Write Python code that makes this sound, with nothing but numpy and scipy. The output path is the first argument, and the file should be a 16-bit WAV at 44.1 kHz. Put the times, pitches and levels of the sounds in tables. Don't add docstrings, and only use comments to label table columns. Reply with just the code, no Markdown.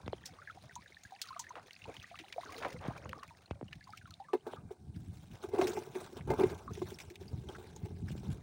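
import sys
import numpy as np
from scipy import signal
from scipy.io import wavfile
from scipy.ndimage import uniform_filter1d

SR = 44100
rng = np.random.default_rng(int(sys.argv[2]) if len(sys.argv) > 2 else 0)


def unload_audio(sound):
    columns = np.transpose(np.atleast_2d(sound))
    steps = np.round(np.clip(columns, -1, 1) * 32767)
    wavfile.write(sys.argv[1], SR, steps.astype(np.int16))


N = 371322

# start in seconds, peak in dB, landing in ms, hardness 0-1.
LANDINGS = [(4.333, -19.5, 32.96, 1), (4.466, -32, 14.91, 0.67), (4.707, -35.5, 5.72, 0.59),
            (5.438, -32, 29.53, 0.67), (5.486, -39.5, 8.263, 0.55), (5.534, -23.5, 17.49, 0),
            (5.585, -18.5, 13.14, 0.25), (5.614, -22, 16.67, 0.66), (5.646, -25.5, 8.455, 0.35),
            (5.699, -31.5, 10.46, 0.29), (5.77, -29, 22.46, 0.48), (5.95, -30, 23.94, 0.3),
            (6.013, -40.5, 16.28, 0.38), (6.122, -41, 11.1, 0.21), (6.167, -37, 8.086, 0.94),
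            (6.272, -36.5, 11.45, 0.56), (6.299, -20.5, 27.78, 0.03), (6.31, -23.5, 9.08, 0.19),
            (6.335, -28, 5.86, 0.5), (6.384, -23.5, 39.85, 0.06), (6.408, -19.5, 11.62, 0.2),
            (6.432, -15.5, 12.19, 0.05), (6.452, -32.5, 5.816, 0.36), (6.509, -41, 11.86, 0.42),
            (6.705, -40, 10.45, 0.65), (6.773, -36.5, 11.03, 0.65), (6.816, -27, 14.57, 0.36),
            (6.916, -38, 7.04, 0), (7.105, -44.5, 20.95, .33), (7.211, -43.5, 12.68, 0.35),
            (7.434, -46, 14, .3), (7.49, -36.5, 6.897, 0.45), (7.582, -44.5, 6.64, 1),
            (7.761, -43, 10.56, 0.39), (7.852, -40.5, 22.93, 0.39)]
# mode frequency in Hz, gain in dB, T60 in seconds.
HULL_MODES = [(250.86, -10.5, 0.06277), (310, -5.5, 0.02532), (367.71, 2.5, 0.063145), (436.2, -1, 0.05805),
              (555.79, -13.5, 0.05139), (717.12, -7.5, 0.02564), (866.66, -8.5, 0.04482),
              (945, -6.5, 0.01492), (1160, -11.5, 0.01291), (1584.8, -18, 0.01543), (2093.1, -24, 0.0727),
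              (2602, -24.5, 0.03185)]
# start in seconds, level in dB, first and last pitch in Hz.
GUNWALE_BUMPS = [(0.0644, -38, 570.5, 100.1), (.079, -30.5, 1272, 85.03), (.131, -25, 965.6, 354.7),
                 (1.555, -34.5, 2491, 857), (2.649, -25.5, 2334, 917), (2.744, -35, 247, 111.2),
                 (2.884, -25, 348.6, 99.4), (3.058, -38, 2003, 592.1), (3.131, -28, 2097, 961),
                 (3.51, -28, 1321, 75.35), (3.612, -34, 1217, 262.8), (3.628, -32.5, 600.6, 108.9),
                 (4.535, -31, 1198, 387.9), (7.331, -35, 333.3, 110), (8.106, -31.5, 293.6, 118.7),
                 (8.153, -35, 500.5, 151.2)]
# start in seconds, peak in dB, centre in Hz, T60 in seconds, relative spray level in dB.
DROP_SPLATS = [(0.061, -48, 3743, 0.01088, -79), (0.0788, -35.5, 1796, 0.01072, -76.5),
               (0.1308, -46, 3225, 0.0531, -75), (0.2566, -38, 5190, 0.08073, -41),
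               (0.7546, -39, 6489, 0.03695, -46.5), (.8222, -49.5, 1967, 0.0488, -71),
               (1.035, -48, 6647, 0.0296, -51), (1.2158, -31, 3998, 0.05668, -34),
               (1.286, -41.5, 4257, 0.02606, -66), (1.3937, -34, 6318, 0.07802, -43.5),
               (1.492, -49.5, 6075, 0.03078, -60), (1.5544, -44.5, 2519, 0.03506, -79),
               (1.708, -39.5, 2124, 0.01312, -55.5), (1.731, -47.5, 4319, 0.03043, -54),
               (1.8402, -42.5, 2764, 0.03424, -73), (1.941, -46.5, 2170, 0.0452, -53.5),
               (1.9663, -39, 2466, 0.01978, -59), (1.9985, -42, 3245, 0.01234, -66),
               (2.0182, -46, 2449, 0.02, -73), (2.155, -42.5, 2054, 0.02384, -65.5),
               (2.1887, -38, 2425, 0.0748, -55), (2.325, -31.5, 2304, 0.02778, -75),
               (2.6247, -36.5, 1864, 0.0694, -59), (3.0926, -41.5, 2297, 0.01683, -45),
               (3.2325, -40.5, 1704, 0.02226, -50), (3.278, -57, 2268, 0.02405, -53),
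               (3.458, -51.5, 4161, 0.01695, -79), (3.509, -38.5, 2197, 0.02969, -72.5),
               (3.6804, -52, 2868, 0.0252, -81.5), (3.729, -36.5, 2153, 0.02412, -59),
               (3.84, -51, 4561, 0.0308, -63), (3.973, -42.5, 2407, 0.04902, -49),
               (3.903, -51, 4989, 0.02034, -60), (4.1068, -49, 4242, 0.0169, -48.5),
               (4.139, -41.5, 3759, 0.0228, -58), (4.3324, -36, 800, .06, -62),
               (5.4374, -47.5, 3608, 0.02235, -55.5), (5.5828, -40.5, 2387, 0.0302, -54.5),
               (5.6132, -32, 2059, 0.0467, -52), (5.6704, -35, 2266, 0.0789, -39.5),
               (5.7353, -43, 5878, 0.01288, -62), (5.9523, -44, 2109, 0.04455, -62.5),
               (6.2092, -44.5, 1931, 0.0314, -71), (6.3028, -37.5, 1766, 0.04514, -46.5),
               (6.4066, -35.5, 2024, 0.022, -54.5), (6.4356, -36.5, 1998, 0.037, -64.5),
               (6.735, -45, 6148, 0.01627, -71), (6.943, -51, 5442, 0.03564, -61.5),
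               (6.9868, -44, 2225, 0.03477, -44.5), (7.001, -38.5, 2326, 0.06048, -50.5),
               (7.1004, -48.5, 2043, 0.03586, -51), (7.1563, -41.5, 2621, 0.02203, -47.5),
               (7.2793, -47.5, 4841, 0.05474, -79), (7.4872, -43, 3137, 0.04355, -54),
               (7.762, -43.5, 6700, .032, -52), (8.0826, -46.5, 1732, 0.02714, -57.5)]
# start in seconds, level in dB, pitch in Hz, lifetime in seconds.
DROP_BUBBLES = [(.287, -52, 745.9, 0.0864), (.387, -42.5, 1136, 0.05535), (.418, -46, 1338, .071),
                (.474, -37.5, 1619, 0.06219), (.498, -39, 1283, 0.06656), (.572, -42, 715.8, 0.03852),
                (.638, -51, 617.5, 0.096), (.71, -48, 1512, 0.03739), (.761, -42.5, 945, 0.12283),
                (.859, -44, 1616, 0.04561), (1.051, -43, 1569, 0.05597), (1.121, -43.5, 742.3, .13),
                (1.241, -50, 1284, .066), (1.264, -51.5, 1129, 0.0975), (1.287, -48.5, 1392, 0.0622),
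                (1.305, -41, 1039, 0.1246), (1.328, -44.5, 1250, 0.05895), (1.364, -38, 1108, .075),
                (1.395, -41.5, 908.2, .1), (1.44, -53.5, 1696, 0.0995), (1.506, -36.5, 947.6, 0.05139),
                (1.855, -40.5, 856.7, .06), (2.036, -48.5, 1207, 0.04293), (2.113, -46, 701, .11),
                (2.143, -44.5, 1160, 0.06083), (2.239, -48.5, 771.5, 0.06836), (2.362, -40, 510.6, .066),
                (2.381, -28.5, 635.6, 0.07283), (2.433, -37.5, 1052, .042), (2.46, -46, 1366, 0.0907),
                (2.491, -42.5, 1071, .13), (2.53, -47, 693.8, .09), (3.091, -49, 516, 0.1936),
                (3.187, -49, 1118, .14), (3.229, -37, 1060, .055), (3.307, -48, 901.3, 0.09517),
                (3.555, -55, 590, .15), (3.725, -44.5, 1761, 0.04956), (3.81, -47.5, 1625, .036),
                (3.872, -46, 1021, .052), (3.891, -47, 829.9, 0.1152), (3.934, -44, 1258, 0.06415),
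                (4.012, -52.5, 1503, .065), (4.056, -46.5, 1293, .064), (4.075, -53.5, 1078, 0.0845),
                (4.109, -56, 1316, 0.0778), (4.2, -42.5, 792, 0.14435), (4.244, -58, 1760, .1),
                (4.285, -48, 1160, 0.19336), (4.568, -49, 1213, .088), (6.678, -38, 1078, .095),
                (8.08, -47, 1628, .065)]
# start in seconds, relative level in dB, centre in Hz, width in Hz, length in seconds.
GULPS_AND_BUBBLES = [(0.546, -59.5, 349.7, 300.2, 0.02268), (1.356, -51, 689.9, 60.04, 0.01777),
                     (1.554, -50, 680.5, 771, 0.05166), (1.879, -47, 383.1, 292.3, 0.03482),
                     (2.196, -52.5, 310, 50.07, 0.04065), (2.622, -44, 1103, 901, 0.0355),
                     (2.643, -41.5, 477.3, 581.3, 0.0475), (2.807, -49, 562.2, 819, 0.1248),
                     (2.948, -55.5, 689.5, 910, 0.04532), (3.153, -57, 1167, 119.9, 0.0245),
                     (7.546, -51.5, 1393, 500.7, 0.02403)]
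# time in seconds, spray level in dB, gurgle level in dB.
RUNOFF_LEVELS = [(0, -68, -63), (.42, -65.5, -68.5), (1.1, -65, -73), (1.42, -60, -77), (1.57, -69, -58),
                 (1.77, -63.5, -79.5), (1.9, -61.5, -57), (2.05, -61, -77.5), (2.33, -62, -69),
                 (2.6, -55, -50.5), (2.68, -59.5, -48), (2.81, -64, -60), (2.92, -64, -52), (3.2, -67, -64),
                 (3.57, -77, -70.5), (3.9, -68, -77), (4.15, -75, -76.5), (4.45, -78, -78)]
# peak time in seconds, mesh, weed and plank levels in dB, seconds to fade 20 dB.
BAG_SHAKES = [(4.471, -63, -52, -67.5, 0.1823), (4.529, -60.5, -55.5, -63, 0.0839),
              (4.72, -81, -57, -58.5, 0.0351), (4.96, -66.5, -75.5, -75, 0.3887),
              (5.14, -64.5, -71, -75.5, 0.4832), (5.24, -62, -66, -71, 0.0314),
              (5.34, -62, -56.5, -63.5, 0.1084), (5.44, -51, -49, -59.5, 0.0368),
              (5.544, -56, -50.5, -36, 0.2476), (5.62, -42, -39, -31, 0.0473),
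              (5.674, -46.5, -47.5, -41, 0.2789), (5.96, -53, -49.5, -54.5, .18),
              (6.01, -54.5, -58.5, -56, 0.1923), (6.175, -57, -50, -63.5, .06),
              (6.301, -60, -44.5, -49.5, 0.1779), (6.399, -49.5, -38.5, -37, 0.2076),
              (6.5, -55, -61, -52.5, 0.1784), (6.745, -53.5, -66, -60.5, 0.192),
              (6.88, -51, -56, -61, 0.1324), (7.01, -54.5, -56, -66, 0.1108),
              (7.21, -61.5, -63.5, -66, 0.2155), (7.32, -60.5, -64, -64, 0.0821),
              (7.5, -60, -52.5, -56, 0.1263), (7.71, -59, -67, -56, 0.0053), (7.6, -63, -63.5, -58, 0.3224),
              (7.86, -57.5, -66.5, -59.5, 0.0027), (8.085, -59, -63, -64.5, 0.34),
              (8.179, -57.5, -74.5, -62, 0.04), (8.24, -64, -56, -57.5, .25),
              (8.32, -56, -55, -58.5, 0.0376)]
# time in seconds, mesh, weed and plank levels in dB.
SETTLING_LEVELS = [(4.3, -87.5, -84, -70), (4.8, -79, -78, -68.5), (5.2, -74, -76.5, -76.5),
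                   (6.0, -73, -80, -66), (7.0, -74, -80, -66), (7.64, -68.5, -76, -58),
                   (8.42, -70.5, -74, -63)]
# time in seconds, level in dB.
BREEZE_LEVELS = [(0, -54), (.3, -65), (1.0, -69), (2.4, -65.5), (2.8, -53), (3.3, -61), (3.47, -70),
                 (3.9, -63), (4.3, -69), (5.0, -57), (5.4, -64), (5.7, -55), (6.1, -60), (6.4, -50),
                 (6.7, -57), (7.7, -55), (8.15, -43), (8.42, -50)]
# peak time in seconds, level in dB, seconds to swell or fade 20 dB (any sign).
WIND_BUFFETS = [(.32, -56, .04), (.66, -58, .08), (1.06, -57, -0.0232), (1.88, -59, 0.0885),
                (2.7, -52, 0.0982), (2.88, -49.5, 0.0621), (3.05, -51, 0.0989), (3.54, -50, .06),
                (3.65, -52, .04), (3.71, -52, .03), (3.77, -51, .03), (4.08, -55, 0.1046),
                (4.55, -53.5, 0.034), (4.64, -47, 0.0873), (4.83, -50, -0.0654), (4.9, -50, 0.0462),
                (5.0, -45.5, 0.0796), (5.08, -47, -0.2296), (5.31, -46.5, 0.0631), (5.6, -48, 0.1473),
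                (6.24, -48, 0.0966), (6.31, -41, 0.0842), (6.44, -41, 0.0693), (6.71, -44, -0.0834),
                (6.85, -47, 0.0957), (7.08, -48, 0.004), (7.26, -46, 0.0365), (7.35, -41.5, 0.1323),
                (7.48, -46.5, -0.0194), (7.83, -46, 0.05), (7.93, -41, .05), (8.04, -37.5, 0.0504),
                (8.299, -36, 0.0466)]

# frequency in Hz, relative gain in dB.
SPLAT_MIST_SPECTRUM = [(880, -41), (1500, -9.5), (2260, -10), (3640, -3), (6000, -2.5), (9000, -8.5),
                       (12300, -19), (15100, -10), (16200, -10)]
RUNOFF_SPRAY_SPECTRUM = [(940, -14), (1600, -3), (2570, -5), (2950, -8), (3790, -4), (5020, -8.5),
                         (6780, -10), (7830, -21.5), (9060, -11.5), (11700, -27), (13300, -30),
                         (15100, -15.5), (16200, -15.5)]
WET_BODY_SPECTRUM = [(150, -52), (250, 3.5), (351, 2.5), (906, 2), (1320, -4), (1600, -2.5), (1820, -27.5),
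                     (2400, -11.5), (3120, -61.5), (5280, -120)]
MESH_SPECTRUM = [(940, -20.5), (1600, -5.5), (1940, -10), (2120, -6.5), (2520, -7), (2620, -7.5),
                 (3090, -9), (3720, -6), (4690, -12.5), (5860, -9), (7040, -13.5), (9700, -15),
                 (12800, -29), (15100, -15.5), (16200, -9)]
WIND_SPECTRUM = [(15, -33.5), (25, -16), (70, 1.5), (92, 4), (178, -1.5), (291, -14.5), (320, -11.5),
                 (420, -39.5), (700, -120)]
HISS_SPECTRUM = [(120, -46), (200, 7), (475, -9.5), (738, 13), (1210, -18.5), (1630, -65.5), (2880, -42),
                 (3860, -8), (7080, -11.5), (9330, -7), (13200, -44), (15100, -12), (16200, -33)]
# frequency in Hz, gain in dB.
SHIMMER_SPECTRUM = [(1500, -67.5), (3000, -57.5), (5000, -39), (9000, -31), (16000, -16)]

MESH_COLUMN, WEED_COLUMN, PLANK_COLUMN = 1, 2, 3
TYPICAL_DROP_DB = -45


def catch():
    knocks, slaps, t = np.zeros(N), np.zeros(N), np.arange(3500) / SR
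    noises = rng.standard_normal((len(LANDINGS), len(t) + len(HULL_MODES)))
    for (start_s, db, landing_ms, hardness), noise in zip(LANDINGS, noises):
        u = 1000 * t / landing_ms
        push = noise[:len(t)] * u ** 0.2073 * np.exp(-3 * u ** 2)
        blow = 15.639 * hardness * (t == 0)
        cutoff_hz = 250 + 3000 * hardness ** 2
        force = signal.lfilter([1], [1, -np.exp(-2 * np.pi * cutoff_hz / SR)], push + blow)
        knock = hull(force, spot_db=2.215 * noise[len(t):])
        add(knocks, start_s, amp(db) * knock / abs(knock).max())
        slap_db = -40.5 + 0.4272 * db + 2 * hardness
        add(slaps, start_s, amp(slap_db - 60 * t / 0.07971) * attack(t, 0.002932))
    small_blows = patter(per_s=200, spread_db=3, grain_ms=3.321, smooth=0.573)
    slide = unit_rms(hull(small_blows)) * shake_gain(PLANK_COLUMN)
    wet = patchy(patter(per_s=1500, spread_db=4, grain_ms=0.4, smooth=0.6), depth_db=3)
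    return knocks + slide + 1.1211 * slaps * unit_rms(colour(wet, MESH_SPECTRUM))


def hull(force, spot_db=np.zeros(len(HULL_MODES))):
    t = np.arange(3500) / SR
    ring = sum((-1) ** k * amp(db + spot_db[k] - 60 * t / t60_s) * np.sin(2 * np.pi * hz * t)
               for k, (hz, db, t60_s) in enumerate(HULL_MODES))
    ring = signal.lfilter(*signal.butter(2, 190, "high", fs=SR), ring)
    return signal.oaconvolve(force, ring)[:N]


def bumps():
    out, t = np.zeros(N), np.arange(4000) / SR
    noises = rng.standard_normal((len(GUNWALE_BUMPS), len(t)))
    for (start_s, db, first_hz, last_hz), noise in zip(GUNWALE_BUMPS, noises):
        fall_ms = 1.4852 * (first_hz / 1000) ** -0.5476
        t40_s = 0.01083 * (last_hz / 1000) ** -0.5051
        pitch_hz = last_hz + (first_hz - last_hz) * np.exp(-1000 * t / fall_ms)
        swing = amp(-40 * t / t40_s) * sweep(pitch_hz)
        crack = band(noise, 0.764 * first_hz, 1.723 * first_hz)
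        crack = unit_rms(band(crack, 0.697 * first_hz, 1.267 * first_hz)) * np.exp(-t / 0.000989)
        add(out, start_s, amp(db) * attack(t, 0.0002861) * (swing + 0.1383 * crack))
    return out


def splats():
    out, t = np.zeros(N), np.arange(4000) / SR
    noise = rng.standard_normal((len(DROP_SPLATS), 2, len(t)))
    mists = unit_rms(colour(noise[:, 1].ravel(), SPLAT_MIST_SPECTRUM)).reshape(len(DROP_SPLATS), -1)
    for (start_s, db, hz, t60_s, spray_db), burst, mist in zip(DROP_SPLATS, noise[:, 0], mists):
        fade = amp(-60 * t / t60_s) * attack(t, 0.0001567)
        width_hz = 639.3 * np.exp(0.0844 * (db - TYPICAL_DROP_DB))
        impact = fade * burst + (t == 0)
        ring = band(band(impact, hz, width_hz), hz, 1.5853 * width_hz)
        add(out, start_s, amp(db) * ring / abs(ring).max() + 0.7731 * amp(spray_db) * fade * mist)
    return out


def bubbles(echo_db=-12, echo_s=0.0040202):
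    out = np.zeros(N)
    noises = rng.standard_normal((len(DROP_BUBBLES), 9000))
    for (start_s, db, hz, life_s), noise in zip(DROP_BUBBLES, noises):
        t = np.arange(0, min(life_s, 0.2), 1 / SR)
        wobble = wander(noise, samples=120)[:len(t)]
        rise_oct = 0.36 + 0.0613 * (db - TYPICAL_DROP_DB)
        climb_oct = np.clip(rise_oct * (2.1 * t / life_s) ** 2.253, -1, 1.2)
        pitch_hz = hz * (1 + 0.3078 * np.exp(-t / 0.0012537) + 0.03228 * wobble) * 2 ** climb_oct
        flutter_db = 1.8 * wobble[::-1]
        fade = amp(db - 60 * t / life_s + flutter_db) * (1 - (t / life_s) ** 2)
        add(out, start_s, attack(t, 0.0007247) * fade * sweep(pitch_hz))
    return out + amp(echo_db) * np.roll(out, round(echo_s * SR))


def gulps_and_bubbles():
    out, ragged = np.zeros(N), patter(per_s=550, spread_db=-1.5, grain_ms=3.803, smooth=0.624)
    for start_s, db, hz, width_hz, length_s in GULPS_AND_BUBBLES:
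        burst = ragged[round(start_s * SR):][:round(1.5 * length_s * SR)]
        u = np.arange(len(burst)) / (length_s * SR)
        ring = unit_rms(band(band(burst, hz, width_hz), hz, 1.1293 * width_hz))
        envelope = 1.6781 * u ** 0.19975 * np.exp(-2 * u ** 3)
        add(out, start_s, amp(db) * envelope * ring)
    return out


def rustle():
    strands = patchy(patter(per_s=270, spread_db=2.5, grain_ms=2.417, smooth=1), depth_db=4)
    weed = patchy(patter(per_s=300, spread_db=2, grain_ms=4, smooth=0.9), depth_db=2.5)
    crackle = unit_rms(colour(strands, MESH_SPECTRUM)) * shake_gain(MESH_COLUMN)
    scuff = unit_rms(colour(weed, WET_BODY_SPECTRUM)) * shake_gain(WEED_COLUMN)
    return crackle + scuff


def shake_gain(column, rise_s=0.03525):
    shakes, t = np.array(BAG_SHAKES), np.arange(0, N / SR, 0.001)
    since_s = t[:, None] - shakes[:, 0]
    below_peak_db = 20 * np.maximum(since_s / shakes[:, -1], -since_s / rise_s)
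    power = (amp(shakes[:, column] - below_peak_db) ** 2).sum(axis=1)
    return np.sqrt(gain_curve(SETTLING_LEVELS, column) ** 2 + np.interp(np.arange(N) / SR, t, power))


def runoff():
    until_s = RUNOFF_LEVELS[-1][0]
    mist = patchy(patter(per_s=160, spread_db=7.5, grain_ms=5.211, smooth=0.6568), depth_db=2.5)
    fine_drops = plinks(1770.3, 10029, min_cycles=9.764, per_s=300, spread_db=5, until_s=until_s)
    spray = unit_rms(colour(unit_rms(mist) + 0.5638 * fine_drops, RUNOFF_SPRAY_SPECTRUM))
    wash = patchy(patter(per_s=300, spread_db=2, grain_ms=4.461, smooth=0.1306), depth_db=4.5)
    big_drops = plinks(356.48, 2293.6, min_cycles=11.108, per_s=120, spread_db=4, until_s=until_s)
    gurgle = unit_rms(unit_rms(colour(wash, WET_BODY_SPECTRUM)) + 0.7522 * big_drops)
    return spray * gain_curve(RUNOFF_LEVELS, 1) + gurgle * gain_curve(RUNOFF_LEVELS, 2)


def plinks(low_hz, high_hz, min_cycles, per_s, spread_db, until_s):
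    out = np.zeros(N)
    for when, pitch, length, size in rng.random((2500, 4))[:round(per_s * until_s)]:
        hz = low_hz * (high_hz / low_hz) ** pitch
        u = np.arange(0, 1, hz / (SR * min_cycles * (1 + 2 * length)))
        plink = np.sqrt(u) * np.exp(-6 * u) * sweep(hz * (1 + 0.06647 * u))
        add(out, when * until_s, amp(spread_db * min(-np.log(size), 4)) * plink)
    return unit_rms(out) * np.sqrt(until_s * SR / N)


def wind(gust_db=2.5, gust_s=0.05155):
    t = np.arange(0, N / SR, 0.001)
    buffet_power = sum(amp(db - 20 * ((t - peak_s) / fade_s) ** 2) ** 2
                       for peak_s, db, fade_s in WIND_BUFFETS)
    gusts = wander(rng.standard_normal(N), samples=round(gust_s * SR))
    breeze = gain_curve(BREEZE_LEVELS, 1) * amp(gust_db * gusts)
    gain = np.sqrt(breeze ** 2 + np.interp(np.arange(N) / SR, t, buffet_power))
    puffs = patter(per_s=60, spread_db=-2.5, grain_ms=8.57, smooth=0.9764)
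    return unit_rms(colour(puffs, WIND_SPECTRUM)) * gain


def hiss(rms_db=-75.5):
    return amp(rms_db) * unit_rms(colour(rng.standard_normal(N), HISS_SPECTRUM))


def patter(per_s, spread_db, grain_ms, smooth):
    sizes = amp(spread_db * np.minimum(rng.exponential(1, N), 4))
    hits = rng.random(N) < per_s / SR
    puffs = signal.lfilter([1], [1, -np.exp(-1000 / (SR * grain_ms))], sizes * hits)
    return unit_rms(unit_rms(puffs) + smooth) * rng.standard_normal(N)


def patchy(x, depth_db):
    spectra = signal.stft(x, nperseg=256)[2]
    patches = uniform_filter1d(rng.standard_normal(spectra.shape), size=6, axis=0)
    patches = unit_rms(uniform_filter1d(patches, size=7, axis=1))
    return signal.istft(spectra * amp(depth_db * patches), nperseg=256)[1][:N]


def colour(x, spectrum):
    points_hz, points_db = np.transpose(spectrum)
    hz = np.abs(np.fft.fftfreq(8192, 1 / SR))
    gain_db = np.maximum(np.interp(np.log(hz + 1), np.log(points_hz + 1), points_db), -90)
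    response = np.exp(np.conj(signal.hilbert(gain_db * np.log(10) / 20)))
    return signal.oaconvolve(x, np.fft.ifft(response).real[:4096])[:len(x)]


def band(x, hz, width_hz):
    r = np.exp(-np.pi * width_hz / SR)
    return signal.lfilter([1, 0, -1], [1, -2 * r * np.cos(2 * np.pi * hz / SR), r * r], x)


def gain_curve(rows, column):
    rows = np.array(rows)
    return amp(np.interp(np.arange(N) / SR, rows[:, 0], rows[:, column], left=-120, right=-120))


def wander(noise, samples):
    return unit_rms(uniform_filter1d(uniform_filter1d(noise, samples), samples))


def sweep(pitch_hz):
    return np.sin(2 * np.pi * np.cumsum(pitch_hz) / SR)


def attack(t, tau_s):
    return 1 - np.exp(-t / tau_s)


def amp(db):
    return 10 ** (np.asarray(db) / 20)


def unit_rms(x):
    return x / np.sqrt(np.mean(x ** 2) + 1e-20)


def add(mix, start_s, sound):
    part = mix[round(start_s * SR):][:len(sound)]
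    part += sound[:len(part)]


def scene():
    background = hiss()
    near = splats() + catch()
    mid = near + bubbles() + gulps_and_bubbles() + bumps() + runoff() + rustle() + wind() + background
    scatter = rng.standard_normal(90) * np.exp(-np.arange(90) / 25)
    shimmer = colour(signal.oaconvolve(near, scatter / np.linalg.norm(scatter))[:N], SHIMMER_SPECTRUM)
    return np.array([mid + shimmer, mid - shimmer])


def record(dry):
    thin = signal.sosfilt(signal.butter(3, 48, "high", fs=SR, output="sos"), dry)
    lowpass = signal.firwin(511, 15900, window=("kaiser", 9), fs=SR)
    return signal.oaconvolve(thin, lowpass[None], "same")


dry = scene()
out = record(dry)
unload_audio(out)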